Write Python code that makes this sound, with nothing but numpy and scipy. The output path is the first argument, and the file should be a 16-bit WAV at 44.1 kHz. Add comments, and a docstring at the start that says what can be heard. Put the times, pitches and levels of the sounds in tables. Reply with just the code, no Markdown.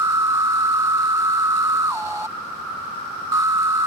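"""A periodical cicada on a twig close to the microphone. Its two tymbals buckle in turn, rib after rib,
and keep its hollow abdomen ringing. As the first call ends the abdomen slackens: the note slides down, fades
and stops; a second later it calls again. A few nearer neighbours stand out of a chorus droning in the trees,
made of coloured noise with hiss and a shriller buzz, over a low outdoor rumble.
The recorder's gain control eases up in the pause."""
import sys
import numpy as np
from scipy import signal
from scipy.fft import rfft, irfft, next_fast_len
from scipy.io import wavfile
from scipy.ndimage import uniform_filter1d, map_coordinates

SR = 44100
rng = np.random.default_rng(int(sys.argv[2]) if len(sys.argv) > 2 else 0)


def generate_wav(sig):
    """Save sig (samples, or channels by samples) to the path in sys.argv[1] as 16-bit PCM at SR."""
    pcm = np.round(np.clip(np.atleast_2d(sig).T, -1, 1) * 32767).astype(np.int16)
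    wavfile.write(sys.argv[1], SR, pcm)


N = 170226

# The cicada's calls: start_s, end_s
CALLS = [(-.2, 2.262), (3.317, 4.1)]
# Ringing pitch of the abdomen: time_s, pitch_hz
ABDOMEN_PITCH = [(0, 1299), (1.85, 1291), (1.885, 1257), (1.92, 1044), (1.95, 919), (2.0, 852), (2.08, 843),
                 (2.2, 840), (2.26, 858.6), (3.32, 1245), (3.4, 1268), (3.5, 1307), (3.86, 1289)]
# Colour of a rib click with the abdomen taut: frequency_hz, left_db, right_db
TAUT_CLICK_COLOUR = [(870, -24, 31), (2000, -4, -0.5), (2330, -12.5, -9), (2695, -3, -3),
                     (3100, -23.5, -17), (3520, -7.5, -8.5), (4556, -1, -0.5), (4440, -14.5, -9),
                     (5150, -12, -8.5), (6360, -28, -13), (6920, -14, -11), (8750, -14, -4),
                     (8900, -14.5, -3.5), (9450, -20.5, -8.5), (10200, -21, -12.5), (14200, -37.5, -20.5)]
# Colour of a rib click with the abdomen slack: frequency_hz, left_db, right_db
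SLACK_CLICK_COLOUR = [(900, -35, -8), (2000, -15, -18), (2920, -4, -4), (4020, -10, -8), (4400, 9, 11),
                      (4400, 8, 5), (4800, -9, -8), (6560, -24, -12.5), (8400, -39, -14),
                      (10600, -41, -20.5), (14100, -25, -25)]
# Phase of the cicada at the left microphone port against the right: frequency_hz, phase_rad
PORT_PHASE_CURVE = [(0, 1.5), (1300, -1.39), (3150, -2.5), (3850, -6), (4400, -2.5), (5300, -6), (8000, -8),
                    (8900, -12.5), (14000, -25)]
# Centre pitches of the nearer members of the chorus: pitch_hz
NEIGHBOUR_PITCHES = [1255, 1302, 1345, 1367]
# Colour of the chorus drone: frequency_hz, level_db
CHORUS_COLOUR = [(380, -54), (650, -31.5), (856, -20), (1020, -23), (1120, -13.5), (1270, -7.5),
                 (1340, -4.5), (1410, -6.5), (1440, -11.5), (1530, -22.5), (1600, -23.5), (2100, -39.5),
                 (2730, -69), (4620, -120)]
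# Colour of the far insects and leaves: frequency_hz, level_db
HISS_COLOUR = [(1060, -8), (1800, 3), (1960, -2.5), (2350, 1), (3690, -5.5), (3990, -1), (5090, -5),
               (6100, -9.5), (6950, -14.5), (7580, -10), (11000, -16.5), (14300, -17.5)]
# Colour of a shriller insect: frequency_hz, level_db
SHRILL_COLOUR = [(3500, -16), (4700, -13), (5500, 2), (5900, -10), (6600, -22)]
# Loudness of the shriller insect: time_s, level_db
SHRILL_LEVEL = [(0, -48), (2.75, -63), (3.2, -54.5), (3.86, -54)]
# Colour of the outdoor rumble: frequency_hz, level_db
RUMBLE_COLOUR = [(15, -53), (25, -23), (38, -25.5), (86, -1.5), (119, -3), (231, 1.5), (347, -3.5),
                 (382, 0.5), (416, -5.5), (536, -3.5), (720, -13), (940, -41), (1580, -120)]
# Left-right likeness of the rumble: frequency_hz, correlation
RUMBLE_LIKENESS = [(60, 0.98), (130, 0.93), (280, 0.82), (620, 0.62)]

# Levels are those ahead of the gain control.
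# Tension: pitch with the abdomen taut and slack, stroke rate of both tymbals together
TAUT_HZ, SLACK_HZ = 1299, 821.7
STROKES_TAUT_HZ, STROKES_SLACK_HZ = 165.1, 177.6
PITCH_WAVER = .008  # unsteadiness, as a share of the pitch

# Call envelope, and extra effort just after a call starts: size, delay, width
ATTACK_S, RELEASE_S = .004, .0063
PUSH_DB, PUSH_AT_S, PUSH_S = 2.5, .059, .074

# Ring of the abdomen
RING_TAUT_DB, RING_SLACK_DB = -17, -29
RING_S = .0009  # memory of the abdomen
PAN_DB = -.7  # left gain, opposite on the right: the ring sits a little to the right
STROKE_DB = .6  # size scatter of the strokes
SWELL_TAUT, SWELL_SLACK = .18, .38  # swell within a stroke, as a share of the ring
SLACK_GRAIN = .2  # uneven rib strength in the low note
SCATTER_RAD, DRIFT_RAD = .62, .16  # phase scatter from stroke to stroke, and its drift
SLACK_ROUGH = .55  # share of scatter and drift left in the low note
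FLUTTER_RAD = .25  # phase flutter from rib to rib
BEND_RAD = .31  # pitch bend within a taut stroke
SHIFT_RAD, SHIFT_SAG_RAD = .25, .65  # between taut and slack: extra scatter, pitch sag as a stroke swells
SLACK_LIFT_RAD = .22  # when slack the pitch lifts as the stroke swells
SLIP_SHARE, SLIP_DEPTH = .08, .7  # share of strokes that misfire, how far the taut ring dips then
SLIP_RAD = 1.4  # typical step out of phase after a taut misfire

# Rib clicks
RIBS_TAUT_DB, RIBS_SLACK_DB = -39.5, -42.5
RIB_SCATTER_DB, RIB_JITTER_S, RIB_SWELL_DB = 2.5, .00012, 3
WEAK_TYMBAL_DB, SLIP_CLICK_DB = -5, 2.5  # with the abdomen taut
LEAVES_DB, LEAVES_S, LEAVES_HZ = -3.5, .0071, 3170  # foliage scatter: level, decay time, lower edge

# Neighbours and chorus
NEIGHBOUR_DB, NEIGHBOUR_SWAY_DB, NEIGHBOUR_WANDER_HZ = -43.5, 4, 14
CHORUS_DB, CHORUS_SWAY_DB, CHORUS_LIKENESS = -32.5, 1, -.047
HISS_DB, RUMBLE_DB = -48.5, -47.5

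# Recorder: threshold, share of the dB excess removed, reaction time; band limit
AGC_DB, AGC_SLOPE, AGC_S = -22.5, .37, .047
TOP_HZ = 14450


def amp(db):
    """Decibels to amplitude."""
    return 10 ** (np.asarray(db) / 20)


def unit(x):
    """Scale to an rms of 1."""
    return x / np.sqrt(np.mean(np.abs(x) ** 2) + 1e-20)


def along(points, hz, axis=1):
    """One column of a table, read on a log frequency axis."""
    p = np.asarray(points, float)
    return np.interp(np.log(hz + 1), np.log(p[:, 0] + 1), p[:, axis])


def curve(rows):
    """(time_s, value) rows, one value per sample."""
    return np.interp(np.arange(N) / SR, *np.transpose(rows))


def wobble(rate):
    """A smooth random curve, rate knots a second."""
    knots = rng.standard_normal(int(N * rate / SR) + 4)
    return map_coordinates(knots, [np.arange(N) * rate / SR])


def filtered(x, response):
    """x shaped by a response of frequency."""
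    m = next_fast_len(N + SR // 2)
    return irfft(rfft(x, m) * response(np.fft.rfftfreq(m, 1 / SR)), m)[..., :N]


def lagged(x, seconds):
    """One-pole smoothing that starts settled."""
    k = np.exp(-1 / (seconds * SR))
    settled = [k * x[:SR // 20].mean()]
    return signal.lfilter([1 - k], [1, -k], x, zi=settled)[0]


def rush(spectrum, likeness):
    """Stereo noise of rms 1; the mid-side balance sets its left-right likeness."""
    def mid_side_colour(hz):
        turn = np.arccos(np.clip(along(likeness, hz), -1, 1)) / 2
        return amp(along(spectrum, hz)) * [np.cos(turn), np.sin(turn)]

    mid, side = filtered(rng.standard_normal((2, N)), mid_side_colour)
    return unit(np.array([mid + side, mid - side]))


def abdomen(cycles, strokes, slips, slack):
    """Hollow resonance: each stroke drives it anew, a little out of step; a misfire makes it dip."""
    k = strokes.astype(int)
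    size, scatter, drift, jump = rng.standard_normal((len(slips), 4)).T
    rough = 1 + slack * (SLACK_ROUGH - 1)
    shifting = np.sin(np.pi * slack)  # peaks halfway between taut and slack
    turn = 2 * np.pi * strokes
    misfire = slips[k] * (1 - slack) * np.sin(turn / 2) ** 2

    stroke_scatter = np.interp(strokes, np.arange(len(scatter)), scatter)
    phase = (rough * SCATTER_RAD + shifting * SHIFT_RAD) * stroke_scatter
    phase += FLUTTER_RAD * wobble(700)
    phase += (1 - slack) * BEND_RAD * np.sin(turn)
    phase += (shifting * SHIFT_SAG_RAD - slack * SLACK_LIFT_RAD) * np.cos(turn)
    phase += DRIFT_RAD * np.cumsum(rough * drift[k] * np.diff(k, prepend=0))
    phase += SLIP_RAD * np.cumsum(2 * misfire * jump[k] * np.diff(strokes, prepend=0))
    phase = uniform_filter1d(phase, size=20)

    swell_depth = SWELL_TAUT + slack * (SWELL_SLACK - SWELL_TAUT)
    swell = 1 + swell_depth * np.sin(turn) + slack * SLACK_GRAIN * wobble(600)
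    strength = swell * (1 - SLIP_DEPTH * misfire) * amp(STROKE_DB * size[k])
    drive = strength * np.exp(1j * phase)
    ring = unit(np.real(lagged(drive, RING_S) * np.exp(2j * np.pi * cycles)))
    return ring * amp(RING_TAUT_DB + slack * (RING_SLACK_DB - RING_TAUT_DB))


def ribs(cycles, strokes, slips, slack, singing):
    """One rib snaps per ring cycle, swelling within each stroke; when taut, one tymbal is louder."""
    at = np.flatnonzero(np.diff(np.floor(cycles)))
    size, jitter = rng.standard_normal((len(at), 2)).T
    k = strokes[at].astype(int)
    db = RIB_SCATTER_DB * size + RIB_SWELL_DB * np.sin(2 * np.pi * strokes[at])
    db += (1 - slack[at]) * (WEAK_TYMBAL_DB * (k % 2) + SLIP_CLICK_DB * slips[k])
    snap_at = at + np.round(RIB_JITTER_S * SR * jitter).astype(int)
    snaps = np.bincount(np.clip(snap_at, 0, N - 1), amp(db), N)

    # Foliage smears the clicks into decaying noise, mostly high
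    scattered = np.sqrt(lagged(snaps ** 2, LEAVES_S)) * rng.standard_normal((2, N))
    scattered = filtered(scattered, lambda hz: hz ** 2 / np.hypot(hz ** 2, LEAVES_HZ ** 2))
    heard = snaps + amp(LEAVES_DB) * scattered
    heard = filtered(heard, lambda hz: 1 / (1 + (1700 / (hz + 1)) ** 8))  # steep low cut

    def coloured(table):
        return unit(filtered(heard, lambda hz: amp([along(table, hz, axis=1), along(table, hz, axis=2)])))

    taut_clicks = amp(RIBS_TAUT_DB) * np.sqrt(1 - slack) * coloured(TAUT_CLICK_COLOUR)
    slack_clicks = amp(RIBS_SLACK_DB) * np.sqrt(slack) * coloured(SLACK_CLICK_COLOUR)
    return singing * (taut_clicks + slack_clicks)


def cicada():
    """The slackness of the abdomen, read from its pitch, sets loudness, stroke rate and click colour."""
    t = np.arange(N) / SR
    pitch = curve(ABDOMEN_PITCH)
    slack = np.clip((TAUT_HZ - pitch) / (TAUT_HZ - SLACK_HZ), 0, 1)

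    singing, push = np.zeros(N), np.zeros(N)
    for start, end in CALLS:
        singing += np.clip((t - start) / ATTACK_S, 0, 1) * np.clip(1 - (t - end) / RELEASE_S, 0, 1)
        push += np.exp(-((t - start - PUSH_AT_S) / PUSH_S) ** 2)
    singing = singing * amp(PUSH_DB * push)

    cycles = np.cumsum(pitch * (1 + PITCH_WAVER * wobble(35))) / SR
    stroke_rate = STROKES_TAUT_HZ + slack * (STROKES_SLACK_HZ - STROKES_TAUT_HZ)
    strokes = np.cumsum(stroke_rate * (1 + .008 * wobble(15))) / SR
    slips = rng.random(size=1000) < SLIP_SHARE  # one entry per stroke, with some to spare

    ring = singing * abdomen(cycles, strokes, slips, slack) * amp([[PAN_DB], [-PAN_DB]])
    sound = ring + ribs(cycles, strokes, slips, slack, singing)

    def port_shift(hz):
        phase = np.interp(hz, *np.transpose(PORT_PHASE_CURVE))
        return np.exp(1j * phase * np.array([[.5], [-.5]]))

    return filtered(sound, port_shift)


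def neighbours():
    """Nearer cicadas are wandering, swaying sine strands, each with its own left-right phase."""
    out = np.zeros((2, N))
    for hz in NEIGHBOUR_PITCHES:
        pitch = hz + NEIGHBOUR_WANDER_HZ * wobble(14)
        phase = 2 * np.pi * np.cumsum(pitch) / SR + SCATTER_RAD * wobble(STROKES_TAUT_HZ)
        direction = rng.uniform(-np.pi, np.pi) * np.array([[.5], [-.5]])
        out += unit(amp(NEIGHBOUR_SWAY_DB * wobble(8.8)) * np.sin(phase + direction))
    return amp(NEIGHBOUR_DB) * out


def chorus():
    """Many far cicadas merge into one swaying noise drone, with hiss and a shriller buzz above it."""
    sway = amp(CHORUS_DB + CHORUS_SWAY_DB * wobble(7.15))
    drone = sway * rush(CHORUS_COLOUR, [(1300, CHORUS_LIKENESS)])
    shrill = amp(curve(SHRILL_LEVEL)) * rush(SHRILL_COLOUR, [(5000, 0)])
    hiss = amp(HISS_DB) * rush(HISS_COLOUR, [(5000, .01)])
    return drone + shrill + hiss


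def outdoors():
    """Distant rumble; its long, low waves reach both ports more alike the lower they are."""
    return amp(RUMBLE_DB) * rush(RUMBLE_COLOUR, RUMBLE_LIKENESS)


def scene():
    """The close cicada over its neighbours, the chorus and the rumble."""
    return cicada() + neighbours() + chorus() + outdoors()


def record(dry):
    """Gain control turns the loud call down; the band limit follows."""
    power = lagged(np.mean(dry ** 2, axis=0), AGC_S)
    gain = (1 + power / amp(AGC_DB) ** 2) ** (-AGC_SLOPE / 2)
    return filtered(dry * gain, lambda hz: hz < TOP_HZ)


dry = scene()
out = record(dry)
generate_wav(out)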